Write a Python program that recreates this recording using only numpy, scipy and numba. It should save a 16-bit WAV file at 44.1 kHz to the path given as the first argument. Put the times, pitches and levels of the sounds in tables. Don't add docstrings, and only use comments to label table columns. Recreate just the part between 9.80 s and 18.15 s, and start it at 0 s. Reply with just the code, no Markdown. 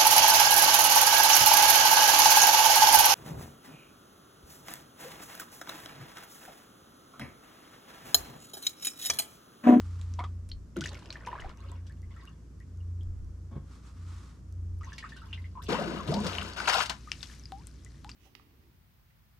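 import sys
import numpy as np
from scipy import signal
from scipy.fft import rfft, irfft, next_fast_len
from scipy.io import wavfile
from scipy.ndimage import uniform_filter1d
from numba import njit

SR = 44100
rng = np.random.default_rng(int(sys.argv[2]) if len(sys.argv) > 2 else 0)


def digitize_waveform(pressure):
    field = np.atleast_2d(pressure).T
    bounded = np.clip(field, -1, 1)
    quanta = np.round(bounded * 32767).astype(np.int16)
    wavfile.write(sys.argv[1], SR, quanta)


N = 368235
T = np.arange(N) / SR
BLADE_LEAVES_S, CLOSE_FROM_S = 1.75, 5.87


def undb(db):
    return 10 ** (np.asarray(db) / 20)


def unit(x):
    return x / np.sqrt(np.mean(x ** 2))


def sides(pan_db):
    gains = undb(np.array([[.5], [-.5]]) * pan_db)
    return gains / gains.mean(axis=0)


def stereo_noise(width):
    return rng.standard_normal(N) + width * rng.standard_normal((2, N))


def wander(rate):
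    steps = rng.standard_normal(int(N / SR * rate) + 2)
    curve = np.interp(T * rate, np.arange(len(steps)), steps)
    return unit(uniform_filter1d(curve, int(SR / rate / 2)))


def swells(rows, flatness):
    return sum(undb(db) * .5 ** (np.abs(2 * (T - s) / length) ** flatness) for s, length, db in rows)


def colour(x, points):
    hz, db = np.transpose(points)
    size = next_fast_len(N + SR // 4, True) * 2
    grid_hz = np.arange(size // 2 + 1) * SR / size
    log_gain = np.log(undb(np.interp(np.log(grid_hz + 1), np.log(hz), db)))
    cepstrum = irfft(log_gain)[:size // 2]
    response = np.exp(rfft(2 * cepstrum, size) - cepstrum[0])
    return irfft(rfft(x, size) * response)[..., :N]


@njit
def ring(start, hz, size, t60, rise):
    out = np.zeros(N)
    for k in range(len(start)):
        first, phase = int(start[k] * SR), 0.
        for i in range(max(first, 0), min(first + int(t60[k] * SR), N)):
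            age = (i - first) / (t60[k] * SR)
            phase += 2 * np.pi * min(hz[k] * (1 + rise[k] * age * age), .45 * SR) / SR
            onset = 1 - np.exp(-phase / 4)
            out[i] += size[k] * np.exp(-6.9 * age) * onset * np.sin(phase)
    return out


def swarm(low_hz, high_hz, rate, cycles, spread_db, apart_s, wash):
    when, pitch, loud, life, way, lean = rng.random((int(rate * N / SR), 6)).T
    hz = low_hz * (high_hz / low_hz) ** pitch
    size = undb(-spread_db * np.log(loud + 1 / 50)) * hz
    t60 = cycles * (.5 + life) / hz
    pair = []
    for ear in (-1, 1):
        arrival = when * N / SR + ear * (way - .5) * apart_s
        pair.append(ring(arrival, hz, size * (1 + ear * (lean - .5)), t60, way / 2))
    band = signal.butter(2, [low_hz, high_hz], "bandpass", fs=SR, output="sos")
    rush = signal.sosfilt(band, stereo_noise(.5))
    return unit(np.array(pair)) + wash * unit(rush)


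# pitch_hz, gain_db
AIR_TONE = [(20, -18), (36, -14), (55, -4), (110, -5), (150, -8), (300, -16), (500, -28), (800, -38),
            (1200, -34.5), (2400, -46.5), (4000, -49), (5500, -44), (7300, -46), (10000, -54), (12200, -55),
            (15000, -74)]
# middle_s, level_db, spread_s
AIR_PUFFS = [(0.748, -45, 0.075), (1.648, -42.5, 0.039), (2.262, -54, 0.035), (3.377, -40, 0.084),
             (4.94, -45, 0.085)]


def air(level_db=-52):
    middle = colour(rng.standard_normal(N), AIR_TONE)
    side = colour(rng.standard_normal(N), AIR_TONE)
    side = colour(side, [(60, -17), (300, -9.5), (1000, -1.5), (3000, -2)])
    distant = undb(level_db) * (middle + side * np.array([[1], [-1]])) / np.std(middle)
    puff_tone = [(10, -30.5), (25, 2.5), (40, -2), (80, -6.5), (300, -81), (2000, -110)]
    rumble = unit(colour(stereo_noise(.52), puff_tone))
    puffs = sum(undb(db) * np.exp(-((T - s) / spread) ** 2 / 2) for s, db, spread in AIR_PUFFS)
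    return distant + rumble * puffs


# middle_s, length_s, peak_db
MOTOR_SWELLS = [(0.28, 0.76, -33.5), (1.08, 0.17, -42), (1.954, 0.25, -39), (2.257, 0.21, -41.5),
                (2.78, 0.088, -47.5), (3.15, 0.38, -33.5), (3.596, 0.51, -43.5), (4.29, 0.23, -38.5),
                (4.884, 0.31, -33.5), (5.612, 0.22, -38), (5.86, 0.046, -39), (6.432, 0.46, -43.5)]


def motor(drone_hz=87.5, drift_hz=.63, rest_db=-57, hum_hz=59.5, hum_db=-45, follow=.21):
    swell = undb(rest_db) + swells(MOTOR_SWELLS, flatness=3.14)
    drift = np.interp(T, np.linspace(0, T[-1], 40), rng.standard_normal(40))
    drone = swell * np.sin(2 * np.pi * np.cumsum(drone_hz + drift_hz * drift) / SR)
    hum = undb(hum_db) * (swell / swell.mean()) ** follow * np.sin(2 * np.pi * hum_hz * T)
    return drone + hum


# middle_s, length_s, level_db
SLEEVE_MOVES = [(0.12, 0.57, -61.5), (3.941, 0.12, -61.5), (4.08, 0.077, -59), (4.182, 0.056, -66),
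                (4.293, 0.14, -63), (4.426, 0.22, -60)]
# pitch_hz, gain_db
CLOTH_TONE = [(500, -28), (850, -7.5), (1230, 0.5), (1600, -7.5), (2500, -12.5), (4800, -13), (7500, -15.5),
              (12000, -29.5), (15000, -45)]


def sleeve(grain_db=1.25):
    threads = stereo_noise(.81) * undb(grain_db * wander(150))
    return swells(SLEEVE_MOVES, flatness=2.2) * unit(colour(threads, CLOTH_TONE))


# pitch_hz, width_hz, gain_db
HULL_NOTES = [(138, 25, 25.5), (230, 63, 26.5), (284, 31, -6), (410, 33, 8), (645, 40, -31), (1040, 60, -4),
              (1270, 70, -15), (1710, 140, -32), (3770, 680, -48)]
# start_s, contact_s, push_db
HULL_BUMPS = [(3.719, 0.0046, -36), (3.728, 0.0052, -37), (3.7618, 0.005, -31), (3.767, 0.0017, -39),
              (3.7768, 0.0049, -27.5)]


def hull_thumps(ring_db=-8):
    push = sum(undb(db) * np.sin(np.pi * np.clip((T - s) / contact, 0, 1)) ** 2
               for s, contact, db in HULL_BUMPS)
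    top_db = max(db for hz, width, db in HULL_NOTES)
    ringing = sum(undb(db - top_db) * signal.lfilter(*signal.iirpeak(hz, hz / width, SR), push)
                  for hz, width, db in HULL_NOTES)
    bend = signal.sosfilt(signal.butter(1, 60, "highpass", fs=SR, output="sos"), push)
    return -bend - undb(ring_db) * ringing


# pitch_hz, width_hz, gain_db
PADDLE_NOTES = [(910, 410, -1), (1130, 140, 5), (2010, 36, -4), (3200, 230, -3.5)]
# time_s, push_db, contact_s, hull_share (0 to 1; the rest goes to the paddle)
PADDLE_KNOCKS = [(0.392, -31, 0.002, 0.24), (0.403, -32.5, 0.0055, 0.46), (0.439, -37, 0.0088, 0.29),
                 (3.713, -50.5, 0.071, 0.76), (3.756, -38, 0.0076, 0.91), (3.768, -47, 0.0052, 0.9)]


def knocks(paddle_cutoff_hz=3000, hull_cutoff_hz=1100):
    out = 0
    bodies = [(False, PADDLE_NOTES, paddle_cutoff_hz), (True, HULL_NOTES, hull_cutoff_hz)]
    for is_hull, notes, cutoff_hz in bodies:
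        push = np.zeros(N)
        for s, db, contact, share in PADDLE_KNOCKS:
            fade = (T > s) * np.exp(-np.abs(T - s) / contact)
            push += (share if is_hull else 1 - share) * undb(db) * fade
        soften = signal.butter(2, cutoff_hz, fs=SR, output="sos")
        force = signal.sosfilt(soften, push * rng.standard_normal(N))
        ringing = sum(undb(db) * signal.lfilter(*signal.iirpeak(hz, hz / width, SR), force)
                      for hz, width, db in notes)
        power = sum(undb(db) ** 2 * width * np.pi / SR for hz, width, db in notes)
        out = out + ringing / np.sqrt(power)
    return np.array([out, out])


def foam(from_s=7.1, peak_s=7.52, peak_db=-53.5, last_db=-65):
    pops = swarm(1200, 15000, rate=600, cycles=18, spread_db=4.2, apart_s=.00005, wash=1.1)
    fizz_tone = [(1000, 9), (3000, 4.5), (5500, 7), (8000, -.5), (12500, -10), (15500, -35)]
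    fizz = unit(colour(pops, fizz_tone))
    age = T - peak_s
    burst = undb(peak_db + np.minimum(35 * age, -126 * age))
    last_few = undb(last_db - 3.5 * np.maximum(age, 0))
    return fizz * sides(5.8) * np.hypot(burst, last_few) * (T > from_s)


# start_s, click_db, ping_hz, ping_db
FINE_DRIPS = [(0.699, -39, 5640, -46), (0.968, -25, 6500, -56), (1.5632, -48, 3110, -61),
              (1.6135, -48, 6610, -47), (1.7733, -41, 6010, -49.5), (1.8051, -46, 6460, -57),
              (1.841, -45, 3260, -62), (1.8956, -44, 3190, -54), (1.917, -39, 7700, -43),
              (1.9637, -53, 5540, -58), (2.0959, -51, 7900, -57), (2.1234, -44, 4450, -57),
              (2.2192, -42, 6000, -61), (2.364, -59, 7400, -57), (2.4365, -46, 7140, -60),
              (2.4542, -36, 6240, -66), (2.4945, -47, 6470, -58), (2.8013, -42, 5290, -64),
              (2.9736, -48, 6430, -62), (3.2333, -42, 5410, -64), (3.446, -48, 5810, -62),
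              (4.7252, -39, 6240, -61), (4.99, -52, 10900, -57)]
# pitch_hz, gain_db
DRIP_TONE = [(1500, -24), (3500, -4), (6500, 3), (10000, -2.5), (12500, -4), (15500, -26)]


def drips(cycles=60):
    start, click_db, hz, ping_db = np.array(FINE_DRIPS, float).T.copy()
    hits = np.bincount((start * SR).astype(int), undb(click_db), N)[:N]
    pings = ring(start, hz, undb(ping_db), cycles / hz, 0 * hz)
    return colour(hits, DRIP_TONE) + pings


# start_s, pitch_hz, peak_db, time_to_surface_s, click_db
HEAVY_DROPS = [(2.425, 1100, -54, 0.027, -66), (2.474, 1125, -56.5, 0.018, -62),
               (7.721, 776, -37, .118, -30.5), (8.2462, 824, -44.5, 0.059, -32.5)]
# pitch_hz, gain_db
HEAVY_CLICK_TONE = [(300, -24), (1000, 11.5), (2200, -4), (4000, 1), (5500, -15), (10000, -15),
                    (15000, -32)]


def bloops(ring_s=.22, rise=.62, bend=2.97):
    tone, hits = np.zeros(N), np.zeros(N)
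    for s, hz, db, surface_s, click_db in HEAVY_DROPS:
        age = np.clip(T - s, 0, 2 * surface_s)
        height = age / surface_s
        phase = 2 * np.pi * np.cumsum(hz * (1 + rise * height ** bend) * (age > 0)) / SR
        intact = np.clip(5 * (1.15 - height), 0, 1)
        tone += undb(db - 60 * age / ring_s) * intact * np.sin(phase)
        hits[int(s * SR)] += undb(click_db)
    click = colour(hits, HEAVY_CLICK_TONE)
    click *= hits.max() / np.abs(click).max()
    return (tone + click) * sides(np.where(T > CLOSE_FROM_S, 5, 0))


# start_s, snap_db, pitch_hz, spatter_db, pan_db
FALLING_DROPS = [(.214, -33.5, 3800, -62, -4), (.339, -30.5, 5850, -62, 1), (.69, -34.5, 8800, -60, 1),
                 (0.392, -51, 2110, -54, -3), (0.44, -39, 3340, -55, -3), (1.009, -21, 3230, -41, 3.5),
                 (1.039, -28, 3000, -44, 4), (1.057, -39, 4330, -49, 2), (1.145, -33, 2870, -57, 4),
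                 (1.191, -43, 3830, -55.5, 0), (1.258, -35.5, 2720, -60, 3), (1.463, -32, 5800, -63, 0),
                 (1.643, -54, 1690, -67, -2), (1.693, -51, 2630, -58, -3), (1.3038, -32.5, 2420, -60, 6),
                 (1.3268, -28, 2840, -48.5, -1), (1.6033, -50, 2670, -54, 3), (2.067, -59, 4300, -58, 1),
                 (5.011, -46, 2900, -67, 0), (5.033, -40, 6960, -77, -2), (5.071, -59, 3000, -72, -3),
                 (5.131, -34, 5930, -54, 2), (5.182, -24.5, 2370, -43.5, -1), (5.292, -46, 5700, -52.5, 2),
                 (5.366, -53, 3550, -54.5, -2), (5.5294, -56, 2920, -57, -5), (6.339, -47, 4120, -42, 3),
                 (6.4662, -31, 3600, -34, 3), (6.8, -28, 4670, -40.5, 8), (7.059, -34, 4100, -36, 2),
                 (7.0968, -21, 3900, -31.5, 5), (7.3175, -11, 2730, -41, 6.5), (7.4296, -18, 4600, -40, 11),
                 (7.8708, -25, 8850, -59.5, 12), (8.048, -29.5, 7200, -65, 8), (8.293, -28, 2700, -46.5, 3)]


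def drops(cycles=11, overtone_ratio=1.9, spatter_s=.007, scatter_s=.03):
    start, db, hz, spatter_db, pan_db = np.array(FALLING_DROPS, float).T.copy()
    age = np.arange(SR // 8) / SR
    burst = np.exp(-age / spatter_s) + undb(-15) * np.exp(-age / scatter_s)
    hiss_tone = [(400, -14), (1200, -4), (5000, 0), (8000, -9), (15000, -33)]
    hiss = unit(colour(stereo_noise(.5), hiss_tone))
    partials = [(1, 1), (overtone_ratio, undb(-5) * (hz < 3950))]
    out = []
    for gain, noise in zip(sides(pan_db), hiss):
        snap = sum(ring(start, hz * ratio, gain * undb(db) * size, cycles / hz, 0 * hz)
                   for ratio, size in partials)
        hits = np.bincount((start * SR).astype(int), gain * undb(spatter_db), N)[:N]
        out.append(snap + noise * signal.fftconvolve(hits, burst)[:N])
    return np.array(out)


# start_s, hold_s, fade_s, gurgle_db, babble_db, spray_db
BLADE_SURGES = [(0.96, 0.0092, 0.16, -47.5, -46.5, -52), (1.04, 0.053, 0.18, -54, -61.5, -51.5),
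                (1.107, 0.065, 0.17, -57, -55, -58), (1.204, 0.26, 0.18, -58.5, -58.5, -66),
                (1.464, 0.0081, 0.1, -52, -47, -54.5), (1.496, 0.21, 0.17, -55, -52, -76),
                (1.769, 0.17, 0.35, -65, -62.5, -68.5), (2.05, 0.13, 0.22, -77, -76, -89),
                (2.294, 0.16, 0.59, -82, -67, -72), (5.004, 0.56, 0.75, -75.5, -65, -63.5),
                (5.817, 0.028, 0.39, -65, -65, -50.5), (5.883, 0.037, 0.21, -30, -31, -41),
                (5.918, 0.047, 0.29, -44, -36.5, -46), (5.979, 0.17, 1, -36.5, -40, -48),
                (6.266, 0.17, 0.24, -35.5, -45, -47), (6.433, 0.17, 1, -43, -38.5, -42.5),
                (6.759, 0.17, 0.23, -51, -37.5, -44), (6.872, 0.023, 0.14, -66, -24.5, -30),
                (6.895, 0.0041, 0.04, -63, -23.5, -29), (6.921, 0.098, 0.21, -58, -28.5, -32),
                (6.931, 0.0033, .06, -57, -35, -49), (7.001, 0.0085, 0.07, -58, -38, -45),
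                (7.094, 0.0079, 0.13, -50, -30, -40)]


def surge_shapes(attack_s=.0031, attack_share=.066):
    start, hold, fade_s = np.array(BLADE_SURGES).T[:3, :, None]
    age = np.maximum(T - start, 0)
    attack = np.minimum(age / (attack_s + attack_share * hold), 1)
    fade_db = -60 * np.maximum(age - hold, 0) / fade_s
    return attack * undb(np.maximum(fade_db, -200))


# start_s, pitch_hz, level_db, glide (positive is up, negative is down)
SINGLE_BUBBLES = [(0.388, 947, -30.5, 3.5), (.391, 697, -40, 3), (.398, 2170, -38, -2.5),
                  (.44, 1250, -38, -1.5), (.715, 3060, -42, 20), (.717, 4220, -32, 6),
                  (0.965, 1360, -34.5, 3.5), (.966, 344, -27.5, -0.5), (.969, 252.5, -29, 3),
                  (.978, 197.6, -27, 5), (1.007, 143.7, -37, 5), (1.017, 1420, -33, 5.5),
                  (1.058, 1770, -25.5, 9.5), (1.041, 3000, -26, -6), (1.061, 6600, -25, -2),
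                  (1.074, 5740, -27.5, 0), (1.152, 2310, -39, -8), (1.305, 4170, -26, 8),
                  (1.356, 1710, -34, 8.5), (1.408, 1830, -44, 4), (1.4508, 2500, -43.5, -3),
                  (1.471, 1960, -36.5, -5), (1.473, 954, -28, 0.7), (1.517, 1820, -38, -2),
                  (1.529, 1000, -26.5, -2), (1.531, 1910, -39, 0), (1.485, 957, -31.5, -0.5),
                  (1.553, 1040, -33, 2), (1.485, 2960, -42, 4), (1.5587, 1600, -39, 4),
                  (1.587, 1680, -39, -1), (1.596, 1650, -36, 1), (1.6, 2920, -35, 3),
                  (1.6207, 1970, -37.5, 3.5), (1.645, 742, -34, 2.5), (1.919, 976, -47, -0.5),
                  (2.098, 1690, -50, 5), (2.23, 2010, -55.5, 4), (2.309, 2100, -53, -3),
                  (2.363, 1351, -48.5, -2.5), (2.367, 1830, -50, 4), (2.396, 1990, -50.5, -6),
                  (2.475, 2820, -45.5, 0), (2.804, 1890, -52, 6), (3.004, 2880, -60, -3),
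                  (3.209, 3200, -51, 2), (5.01, 1196, -42.5, 3.5), (5.034, 1960, -42.5, -3.5),
                  (5.046, 6240, -40.5, 0), (5.133, 6000, -42, 0), (5.07, 1000, -43.5, 6.5),
                  (5.121, 1706, -38, 1), (5.181, 1970, -41, -0.5), (5.227, 1780, -36, 5.5),
                  (5.241, 1203, -33.5, 5), (5.321, 1780, -39, 2), (5.364, 1467, -42.5, 3.5),
                  (5.418, 1320, -42, 4), (5.529, 2830, -29, -5), (5.531, 3060, -31, 11),
                  (5.577, 2060, -40.5, 0.5), (5.643, 2060, -45, 1.7), (5.753, 1020, -42, 2.5),
                  (5.773, 970, -36.5, 5), (5.925, 477, -22, 1), (5.949, 967, -25, 4), (6.286, 193, -32, 2),
                  (6.371, 206, -22, -0.5), (6.584, 2820, -18, 6), (6.803, 1470, -20.5, 1.5),
                  (6.886, 810, -21, -2.5), (6.948, 810, -20.5, -1), (6.951, 625, -27, 1),
                  (6.969, 477, -32.5, 0.5), (6.982, 765, -22, -0.5), (6.986, 1036, -28, -1),
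                  (7.006, 1440, -24, 2.5), (7.008, 1300, -26, -3), (7.274, 1215, -43, 1.5),
                  (7.407, 3630, -42, 4), (7.596, 6000, -42, 0), (7.637, 5250, -45, 0),
                  (7.656, 4850, -34, 9), (8.063, 1985, -50, 1), (8.316, 4800, -36, -13)]


def plinks(shapes, ring_s=.115, calm_db=-68.5, churned_db=-43, damping=.66, tick_hz=2300, tick_s=.003):
    start, hz, db, rise = np.array(SINGLE_BUBBLES, float).T.copy()
    surge_sizes = undb(np.array(BLADE_SURGES)[:, 3:]).sum(axis=1)
    stirred = surge_sizes @ shapes[:, ((start + .01) * SR).astype(int)]
    churn = np.interp(20 * np.log10(stirred + 1e-9), [calm_db, churned_db], [0, 1])
    t60 = ring_s * (1000 / np.maximum(hz, 400)) ** 1.3 * (1 - damping * churn)
    on_left = (start > CLOSE_FROM_S) & (hz > 300)
    gains = sides(np.where(on_left, 6, .8)) * undb(db)
    ripple = unit(colour(rng.standard_normal(N), [(30, 0), (120, -6), (400, -30), (2000, -60)]))
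    rise = rise * np.minimum(1200 / hz, 1) ** 2
    tick = undb(-3) * np.minimum(hz / tick_hz, tick_hz / hz) ** .5
    each = np.ones(len(hz))
    tones = np.array([ring(start, hz, gain, t60, rise) for gain in gains])
    ticks = np.array([ring(start, tick_hz * each, gain * tick, tick_s * each, 0 * each)
                      for gain in gains])
    return (1 + .1 * ripple) * (tones + ticks)


# pitch_hz, gain_db
GURGLE_TONE = [(90, -26), (160, 5.5), (270, -1), (480, -1), (700, -5), (1000, -36)]
BABBLE_TONE = [(450, -1.5), (730, -7), (1000, 3), (1480, -1), (1900, -6), (2500, -9), (3400, -1)]
SPRAY_TONE = [(1700, -23.5), (2700, 0.5), (3600, -2.5), (5000, -5.5), (6500, -12), (8000, -15.5),
              (10500, -19.5), (12500, -21.5), (15500, -61)]


def surging_water(shapes, chosen, gurgle, babble, spray):
    crowds = colour(gurgle, GURGLE_TONE), colour(babble, BABBLE_TONE), colour(spray, SPRAY_TONE)
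    gains = undb(np.array(BLADE_SURGES)[chosen, 3:]).T @ shapes[chosen]
    return sum(unit(crowd) * gain for crowd, gain in zip(crowds, gains))


def trickle(shapes):
    gurgle = swarm(250, 800, rate=200, cycles=14, spread_db=2, apart_s=.0001, wash=.4)
    babble = swarm(650, 2800, rate=520, cycles=20, spread_db=2.6, apart_s=.0001, wash=.35)
    spray = swarm(2300, 15000, rate=560, cycles=28, spread_db=4.2, apart_s=.0001, wash=.3)
    passing = np.array(BLADE_SURGES)[:, 0] < CLOSE_FROM_S
    return surging_water(shapes, passing, gurgle, babble, spray)


# start_s, length_s, from_hz, to_hz, level_db
AIR_POCKETS = [(5.887, 0.058, 220, 573, -37), (5.924, 0.051, 746, 1200, -37),
               (5.981, 0.049, 500, 771, -36.5), (6.059, 0.077, 354.7, 296, -38),
               (6.191, 0.028, 1200, 1043, -41), (6.283, 0.044, 125.1, 165, -28),
               (6.29, 0.052, 336, 852, -33.5), (6.323, 0.087, 844, 1025, -40.5),
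               (6.329, 0.11, 193, 218.4, -35.5), (6.425, 0.06, 475.6, 522, -37.5),
               (6.442, 0.19, 125, 68, -44.5)]


def glugs(flutter=.5, flutter_share=.35, pan_db=5):
    out = 0
    for s, length, from_hz, to_hz, db in AIR_POCKETS:
        age = np.clip((T - s) / length, 0, 1)
        phase = 2 * np.pi * np.cumsum(from_hz * (to_hz / from_hz) ** age) / SR
        rate = flutter_share * (from_hz + to_hz) / 2
        depth = flutter * min(rate / 150, 1)
        tone = (1 + depth * wander(rate)) * np.sin(phase) + depth * wander(rate) * np.cos(phase)
        arch = np.sqrt(4 * age * (1 - age))
        out = out + sides(pan_db * (to_hz > 300)) * undb(db) * arch * unit(tone)
    return out


# start_s, level_db, pitch_hz
WATER_SLAPS = [(5.9026, -41, 3650), (6.2792, -37.5, 3170), (6.3406, -29.5, 4400), (6.402, -45.5, 7800),
               (6.5307, -37, 3120), (6.5506, -32, 2660), (6.613, -32, 2750), (6.7338, -42, 4570),
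               (6.629, -47, 7700), (6.8574, -32, 2760), (6.8812, -24.5, 2660), (6.8798, -26, 1280),
               (6.897, -26, 5170), (6.9233, -35, 4600), (6.941, -24, 3720), (7.0094, -28, 2760)]


def slaps(fade_s=.0046, width=.45, grain_db=4.5, pan_db=4):
    out, age = np.zeros((2, N)), np.arange(SR // 20) / SR
    for s, db, hz in WATER_SLAPS:
        shared, left, right, grain = rng.standard_normal((4, len(age)))
        spatter = (shared + .5 * np.array([left, right])) * undb(grain_db * grain)
        peak = signal.iirpeak(hz, 1 / width, SR)
        band = signal.lfilter(*peak, signal.lfilter(*peak, spatter))
        first = int(s * SR)
        out[:, first:first + len(age)] += undb(db) * unit(band) * np.exp(-age / fade_s)
    return out * sides(pan_db)


# pitch_hz, gain_db
RIGHT_SHADE = [(120, -7.5), (220, 1), (400, -3.5), (750, -14.5), (1500, -8), (2400, -16), (4400, -1.5),
               (8000, -6.5)]


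def close_stroke(shapes, echo_s=.001348, echo_gain=.2, left_lag_s=.00014, clump_db=1.4):
    gurgle = swarm(110, 850, rate=600, cycles=16, spread_db=1.2, apart_s=.0002, wash=.55)
    babble = swarm(600, 2900, rate=2000, cycles=36, spread_db=1.6, apart_s=.00012, wash=.45)
    spray = swarm(2200, 15500, rate=4000, cycles=26, spread_db=2.5, apart_s=.00003, wash=.45)
    spray *= undb(clump_db * wander(140))
    close = np.array(BLADE_SURGES)[:, 0] > CLOSE_FROM_S
    water = surging_water(shapes, close, gurgle, babble, spray)
    echo = np.array([np.interp(T - echo_s, T, ear) for ear in water])
    left, right = water + echo_gain * echo
    return np.array([np.interp(T - left_lag_s, T, left), colour(right, RIGHT_SHADE)])


def bank_echoes(x, fade_s, echo_db):
    age = np.arange(SR // 2) / SR
    scatter = rng.standard_normal((2, len(age))) + rng.standard_normal(len(age))
    tail = signal.lfilter([1], [1, -.5], scatter) * undb(-60 * age / fade_s) * (age > .003)
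    tail /= np.sqrt(np.sum(tail ** 2, axis=1, keepdims=True))
    return x + undb(echo_db) * signal.fftconvolve(x, tail, axes=1)[:, :N]


def scene():
    shapes = surge_shapes()
    paddling = trickle(shapes) + close_stroke(shapes) + glugs() + foam() + plinks(shapes)
    paddling = paddling + drops() + bloops() + slaps() + knocks()
    near, close = T < BLADE_LEAVES_S, T > CLOSE_FROM_S
    passing = bank_echoes(paddling * near, fade_s=.12, echo_db=-12)
    away = undb(-1.8) * bank_echoes(paddling * ~(near | close), fade_s=.1, echo_db=-3)
    beside = bank_echoes(paddling * close, fade_s=.15, echo_db=-15)
    return passing + away + beside + drips() + hull_thumps() + sleeve() + motor() + air()


def record(dry):
    dulled = colour(dry, [(12800, 0), (14000, -3), (15700, -6)])
    return signal.sosfilt(signal.ellip(8, .2, 70, 15700, fs=SR, output="sos"), dulled)


dry = scene()
out = record(dry)
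digitize_waveform(out)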